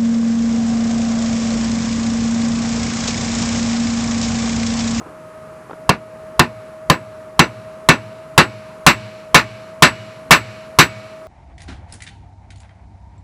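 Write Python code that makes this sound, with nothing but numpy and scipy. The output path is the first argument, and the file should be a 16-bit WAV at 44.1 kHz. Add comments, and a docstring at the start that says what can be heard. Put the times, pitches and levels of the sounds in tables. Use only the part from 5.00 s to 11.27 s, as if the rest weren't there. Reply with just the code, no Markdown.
"""An open yard, microphone close to a steel block on gravel: a heavy hammer sets a rivet in a cutter bar.
The soft rivet swallows the first of eleven blows; as it flattens, bar and block ring harder and brighter.
Each blow rattles blades and stones, thumps the ground, overloads the microphone and echoes faintly.
Soft scuffs on the gravel come first; in the distance a machine whines over the murmur of the air."""
import sys
import numpy as np
from scipy import signal
from scipy.fft import rfft, irfft
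from scipy.io import wavfile

SR = 44100
rng = np.random.default_rng(int(sys.argv[2]) if len(sys.argv) > 2 else 0)


def wrap_up_sound(samples):
    """Save the sound to the file named by the first command line argument, as 16-bit audio."""
    columns = np.atleast_2d(samples).T
    # keep every value between -1 and 1, then stretch to whole-number steps
    tamed = np.clip(columns, -1, 1)
    steps = np.round(tamed * 32767).astype(np.int16)
    wavfile.write(sys.argv[1], SR, steps)


N = 276507
TIME = np.arange(N) / SR
AFTER = TIME[:SR * 3 // 4]  # time since a blow or scuff [s]

# outdoor background: (frequency [Hz], spectral level [dB])
AIR_SPECTRUM = [(20, -16), (60, -6), (160, 2), (300, -5), (550, -4.5), (800, -9), (1200, -5.5), (1600, -13),
                (2400, -20), (3400, -29), (7000, -32.5), (11000, -33), (12300, -36), (13200, -52)]
# the far machine's speed, heard as pitch: (time [s], pitch [Hz])
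WHINE_PITCH = [(0, 628), (1.0, 633.7), (2.65, 631.5), (3.05, 638.4), (3.5, 633.9), (4.2, 632), (4.6, 638.5),
               (5.1, 637), (6.25, 636)]
# the whine fades away briefly: (time [s], depth [dB], half width [s])
WHINE_DIPS = [(0, -8, 0.26), (.68, -9, 0.073)]
# echo of the yard: (frequency [Hz], spectral level [dB])
ECHO_SPECTRUM = [(100, -13), (500, -9), (1500, 1), (2100, 0), (2260, 1.5), (2600, 1), (2900, -1.5),
                 (3300, -8), (4100, -3.5), (5000, -10.5), (5800, -11), (6600, -19), (7700, -14),
                 (9500, -42)]
# soft scuffs on the gravel: (time [s], level [dB], t60 [s])
SCUFFS = [(.013, -29.5, 0.057), (.06, -36, 0.39), (0.696, -30, 0.06), (0.709, -22.5, 0.044),
          (0.7316, -22.5, 0.023)]
# dull colour of a scuff: (frequency [Hz], spectral level [dB])
SCUFF_SPECTRUM = [(60, -44), (300, 7.5), (700, 1), (1200, 3), (1900, -15.5), (3000, -25), (8000, -54)]
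# low thump and knock of each blow, including the steel's lowest modes:
# (frequency [Hz], level [dB], t60 [s], delay [s])
THUMP_MODES = [(157.7, 2.5, 0.068, 0.0051), (65.6, -29, 0.31, 0.01), (109.6, -30, 0.32, 0.0089),
               (189.3, -12, 0.083, 0.00637), (243, -7, 0.1, 0.00591), (314.8, -17.5, 0.15, 0.0046),
               (345.3, -10, 0.11, 0.00503), (380.3, -19, 0.16, 0.00506), (415, -10, 0.066, 0.00542),
               (733, -5, 0.061, 0.00218)]
# low boom that swells and beats after each blow: (frequency [Hz], level [dB], t60 [s])
BOOM_MODES = [(105.4, -18, 0.46), (117, -18, 0.51), (207, -32, 0.87)]
# dense rattle of loose blades and stones: (frequency [Hz], spectral level [dB])
RATTLE_SPECTRUM = [(25, -27), (90, -13), (200, -4), (400, -1.5), (600, 0.5), (750, -3), (1100, 3.5),
                   (1800, -0.5), (2700, -1.5), (3200, -11), (4100, -5.5), (6500, -18.5), (12000, -40),
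                   (16000, -57)]
# how long that rattle lasts: (frequency [Hz], t60 [s])
RATTLE_DECAY = [(60, 0.25), (300, 0.1), (1000, 0.14), (2500, 0.13), (6000, 0.09), (14000, 0.16)]
# the bar lands and rebounds on the block: (time after contact [s], level [dB])
REBOUNDS = [(0, 6.5), (0.012, -28), (0.033, -17.5), (.044, -19)]
# modes of bar, block and hammer head: (frequency [Hz], level [dB], t60 [s])
STEEL_MODES = [(859, -4, .09), (1021, -1, .13), (1120, -4, .1), (1197, -4, .11), (1351, -3, .095),
               (1438, -5, .145), (1466, -6, .135), (1614, -8, .12), (1677, -3, .115), (1776, 4, .105),
               (1814, -3, .12), (1957, -8, .12), (2043, -6, .135), (2246, -1, .115), (2444, -4, .105),
               (2652, 2, .11), (2733, -3, .1), (2860, -5, .1), (3672, -9, .1), (3956, -7, .09),
               (4090, -8, .1), (4665, -13, .11), (5951, -14, .125), (7530, -17, .11), (7593, -18, .12),
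               (7854, -19, .19), (12060, -25, .12), (2256, -37, .9), (2466, -46, 1), (2923, -47, 1.1)]
# each blow lands a little differently, and high modes feel it most: (frequency [Hz], level spread [dB])
AIM_SPREAD = [(900, 2), (4000, 2.6), (7500, 4.5)]
# hammer blows: (time [s], force [dB], high ping of the hammer head [dB])
BLOWS = [(0.8927, -8, -10), (1.3942, -3.5, -6), (1.8992, -4.5, 1.5), (2.3928, -0.5, -1),
         (2.8879, 0.5, -3.5), (3.3778, 1, -6), (3.8646, 3, -2.5), (4.3447, 1, -3), (4.8228, 2, -0.5),
         (5.308, 3, 1.5), (5.7875, 1.5, 0.5)]
# overall colour, with thinner deep bass and a step down above 12.5 kHz: (frequency [Hz], gain [dB])
OVERALL_COLOUR = [(20, -6), (45, -7), (65, -1), (12500, 1.5), (13100, -8), (16000, -6)]


def amp(db):
    """Decibels to gain."""
    return 10 ** (np.asarray(db) / 20)


def unit(x):
    """Scales to rms 1."""
    return x / np.sqrt(np.mean(x ** 2) + 1e-20)


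def read(points, hz):
    """Reads a table on a log-frequency axis."""
    f, value = np.transpose(points)
    return np.interp(np.log(hz + 1), np.log(f), value)


def add(mix, start_s, sound):
    """Mixes a sound in at a time."""
    part = mix[max(round(start_s * SR), 0):][:len(sound)]
    part += sound[:len(part)]


def fade(t, t60):
    """Exponential decay, 60 dB down at t60."""
    return np.exp(-np.log(1000) * t / t60)


def colour(x, spectrum):
    """Filters by a spectrum."""
    hz = np.fft.rfftfreq(len(x), 1 / SR)
    return irfft(rfft(x) * amp(read(spectrum, hz)), len(x))


def noise(spectrum, size):
    """Coloured noise of rms 1."""
    return unit(colour(rng.standard_normal(size), spectrum))


def drift(rate_hz):
    """Slow random wander of rms 1."""
    hz = np.fft.rfftfreq(N, 1 / SR)
    return unit(irfft(rfft(rng.standard_normal(N)) / (1 + (hz / rate_hz) ** 4), N))


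def air(db=-42, thin_db=-75, swell_db=.5):
    """All around: a steady murmur of outdoor air, with two very thin high tones."""
    swell = amp(swell_db * drift(4))
    thin_tones = sum(np.sin(2 * np.pi * hz * TIME) for hz in (7052, 10900))
    return amp(db) * swell * noise(AIR_SPECTRUM, N) + amp(thin_db) * thin_tones


def far_machine(db=-38, flutter_db=1.35, swell_db=0.4, octave_db=-22, early_boost_db=11, early_s=0.77):
    """Far off: a machine's whine wavers in the open air; its weak octave is clearest at first."""
    waver = 1 + .0022 * drift(10)
    pitch_hz = np.interp(TIME, *np.transpose(WHINE_PITCH)) * waver
    phase = 2 * np.pi * np.cumsum(pitch_hz) / SR
    octave = amp(octave_db + early_boost_db * np.exp(-(TIME / early_s) ** 2) + 2 * drift(2))
    dips_db = sum(depth_db * np.exp(-((TIME - s) / width) ** 2) for s, depth_db, width in WHINE_DIPS)
    level_db = db + dips_db + swell_db * drift(1.5) + flutter_db * drift(27)
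    return np.sqrt(2) * amp(level_db) * (np.sin(phase) + octave * np.sin(2 * phase))


def yard_echo(ring_db, db=-37, t60=2, rise_s=.06, farthest_s=0.34, tail_t60=1.0):
    """Things around the yard scatter a blow back; the echoes thin out past the farthest."""
    tail = fade(np.maximum(AFTER - farthest_s, 0), tail_t60)
    envelope = np.minimum(AFTER / rise_s, 1) * fade(AFTER, t60) * tail
    return amp(db + ring_db) * envelope * noise(ECHO_SPECTRUM, len(AFTER))


def gravel_scuffs(rise_s=0.00067):
    """Small dull scrapes on the gravel before the first blow."""
    out = np.zeros(N)
    for start_s, db, t60 in SCUFFS:
        envelope = fade(AFTER, t60) * np.minimum(AFTER / rise_s, 1)
        add(out, start_s, amp(db) * noise(SCUFF_SPECTRUM, len(AFTER)) * envelope)
    return out


def thump(force_db, thump_db=1, boom_delay_s=.02, swell_s=.2):
    """Ground and the steel's lowest modes thump and knock just after contact; a low boom lingers."""
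    out = np.zeros(len(AFTER))
    for hz, mode_db, t60, delay_s in THUMP_MODES:
        t = np.maximum(AFTER - delay_s, 0)
        out += amp(thump_db + mode_db) * np.sin(2 * np.pi * hz * t) * fade(t, t60)
    for hz, mode_db, t60 in BOOM_MODES:
        t = np.maximum(AFTER - boom_delay_s, 0)
        out += amp(mode_db) * np.sin(2 * np.pi * hz * t) * fade(t, t60) * np.minimum(t / swell_s, 1)
    return amp(force_db) * out


def rivet(blows_taken, half_set_blows=4.7, setting_blows=0.79):
    """The rivet flattens from soft to set, and passes on more of each blow with a brighter ring."""
    flatness = 1 / (1 + np.exp((half_set_blows - blows_taken) / setting_blows))
    passed_db = np.interp(flatness, [0, 1], [-9.5, -3])
    tilt = np.interp(flatness, [0, 1], [-0.2, 1.9])  # dB per octave
    return passed_db, tilt


def contact_db(hz, ring_db, tilt, knee_hz=1300, pivot_hz=2000):
    """A flatter rivet passes more to the upper modes; a harder, shorter contact favours the highest."""
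    seating_db = ring_db * np.minimum(hz / knee_hz, 1)
    octaves = np.log2(np.maximum(hz, pivot_hz / 2) / pivot_hz)
    return seating_db + tilt * octaves


def rattle(force_db, ring_db, tilt, db=1.5, stones_hz=300, stones_share=0.76):
    """Blades and stones chatter at each uneven rebound: a dense ring whose bass follows the force."""
    hz, t, bands = signal.stft(noise(RATTLE_SPECTRUM, len(AFTER)), SR, nperseg=128)
    t60 = read(RATTLE_DECAY, hz)[:, None]
    power = 0
    for delay_s, hit_db in REBOUNDS:
        stretch, extra_db = rng.uniform([.88, -2], [1.12, 2])
        since_hit = t - delay_s * stretch
        envelope = amp(hit_db + extra_db) * fade(abs(since_hit), t60) * (since_hit >= 0)
        power = power + envelope ** 2
    stones_db = stones_share * force_db * np.exp(-hz / stones_hz)
    gain = amp(db + stones_db + contact_db(hz, ring_db, tilt))
    _, chatter = signal.istft(bands * gain[:, None] * np.sqrt(power), SR, nperseg=128)
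    return chatter[:len(AFTER)]


def steel_ring(ring_db, tilt, ping_db, ping_above_hz=5500):
    """Each blow shares its energy anew among the steel's modes, and the loosely held bar sings on."""
    hz, mode_db, t60 = np.transpose(STEEL_MODES)
    aim, detune, start_turns = rng.standard_normal((len(hz), 3)).T
    is_ping = hz > ping_above_hz
    struck_hz = hz * (1 + detune * np.where(is_ping, .004, .0018))
    aim_db = aim * read(AIM_SPREAD, hz)
    gain = amp(mode_db + contact_db(hz, ring_db, tilt) + ping_db * is_ping + aim_db)
    turns = np.outer(struck_hz, AFTER) + start_turns[:, None]
    return gain @ (np.sin(2 * np.pi * turns) * fade(AFTER, t60[:, None]))


def smack(force_db, swing_hz=1050, swing_db=19, crack_db=8, crack_rise_s=0.00089):
    """First contact: a strong, quickly damped pressure swing, then a crack as the rivet gives."""
    swing = -amp(swing_db) * np.sin(2 * np.pi * swing_hz * AFTER) * fade(AFTER, t60=0.013)
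    crack = noise([(200, 5), (1100, 2.0), (3500, 12.5), (8000, -2.5), (15000, -6.5)], len(AFTER))
    crack_envelope = fade(AFTER, t60=0.024) * np.minimum(AFTER / crack_rise_s, 1)
    return amp(force_db) * (swing + amp(crack_db) * crack * crack_envelope)


def hammer(spread_s=0.0022):
    """Close by: each blow flattens the rivet further; the ring takes a moment to spread along the bar."""
    out = np.zeros(N)
    onset = np.minimum(AFTER / spread_s, 1)
    for blows_taken, (start_s, force_db, ping_db) in enumerate(BLOWS):
        passed_db, tilt = rivet(blows_taken)
        ring_db = force_db + passed_db
        steel = onset * (steel_ring(ring_db, tilt, ping_db) + rattle(force_db, ring_db, tilt))
        add(out, start_s, smack(force_db) + steel + thump(force_db) + yard_echo(ring_db))
    return out


def scene():
    """Close hammering over the quiet yard, as it reaches one microphone."""
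    return (hammer() + gravel_scuffs() + far_machine() + air())[None]


def record(dry, ceiling=0.87, hardness=5, cutoff_hz=15900):
    """The overloaded input flattens each blow. Deep bass is thinned; the top treble steps down and ends."""
    clipped = dry[0] / (1 + abs(dry[0] / ceiling) ** hardness) ** (1 / hardness)
    low_pass = signal.firwin(255, cutoff_hz, window=("kaiser", 8), fs=SR)
    return signal.oaconvolve(colour(clipped, OVERALL_COLOUR), low_pass, "same")[None]


dry = scene()
out = record(dry)
wrap_up_sound(out)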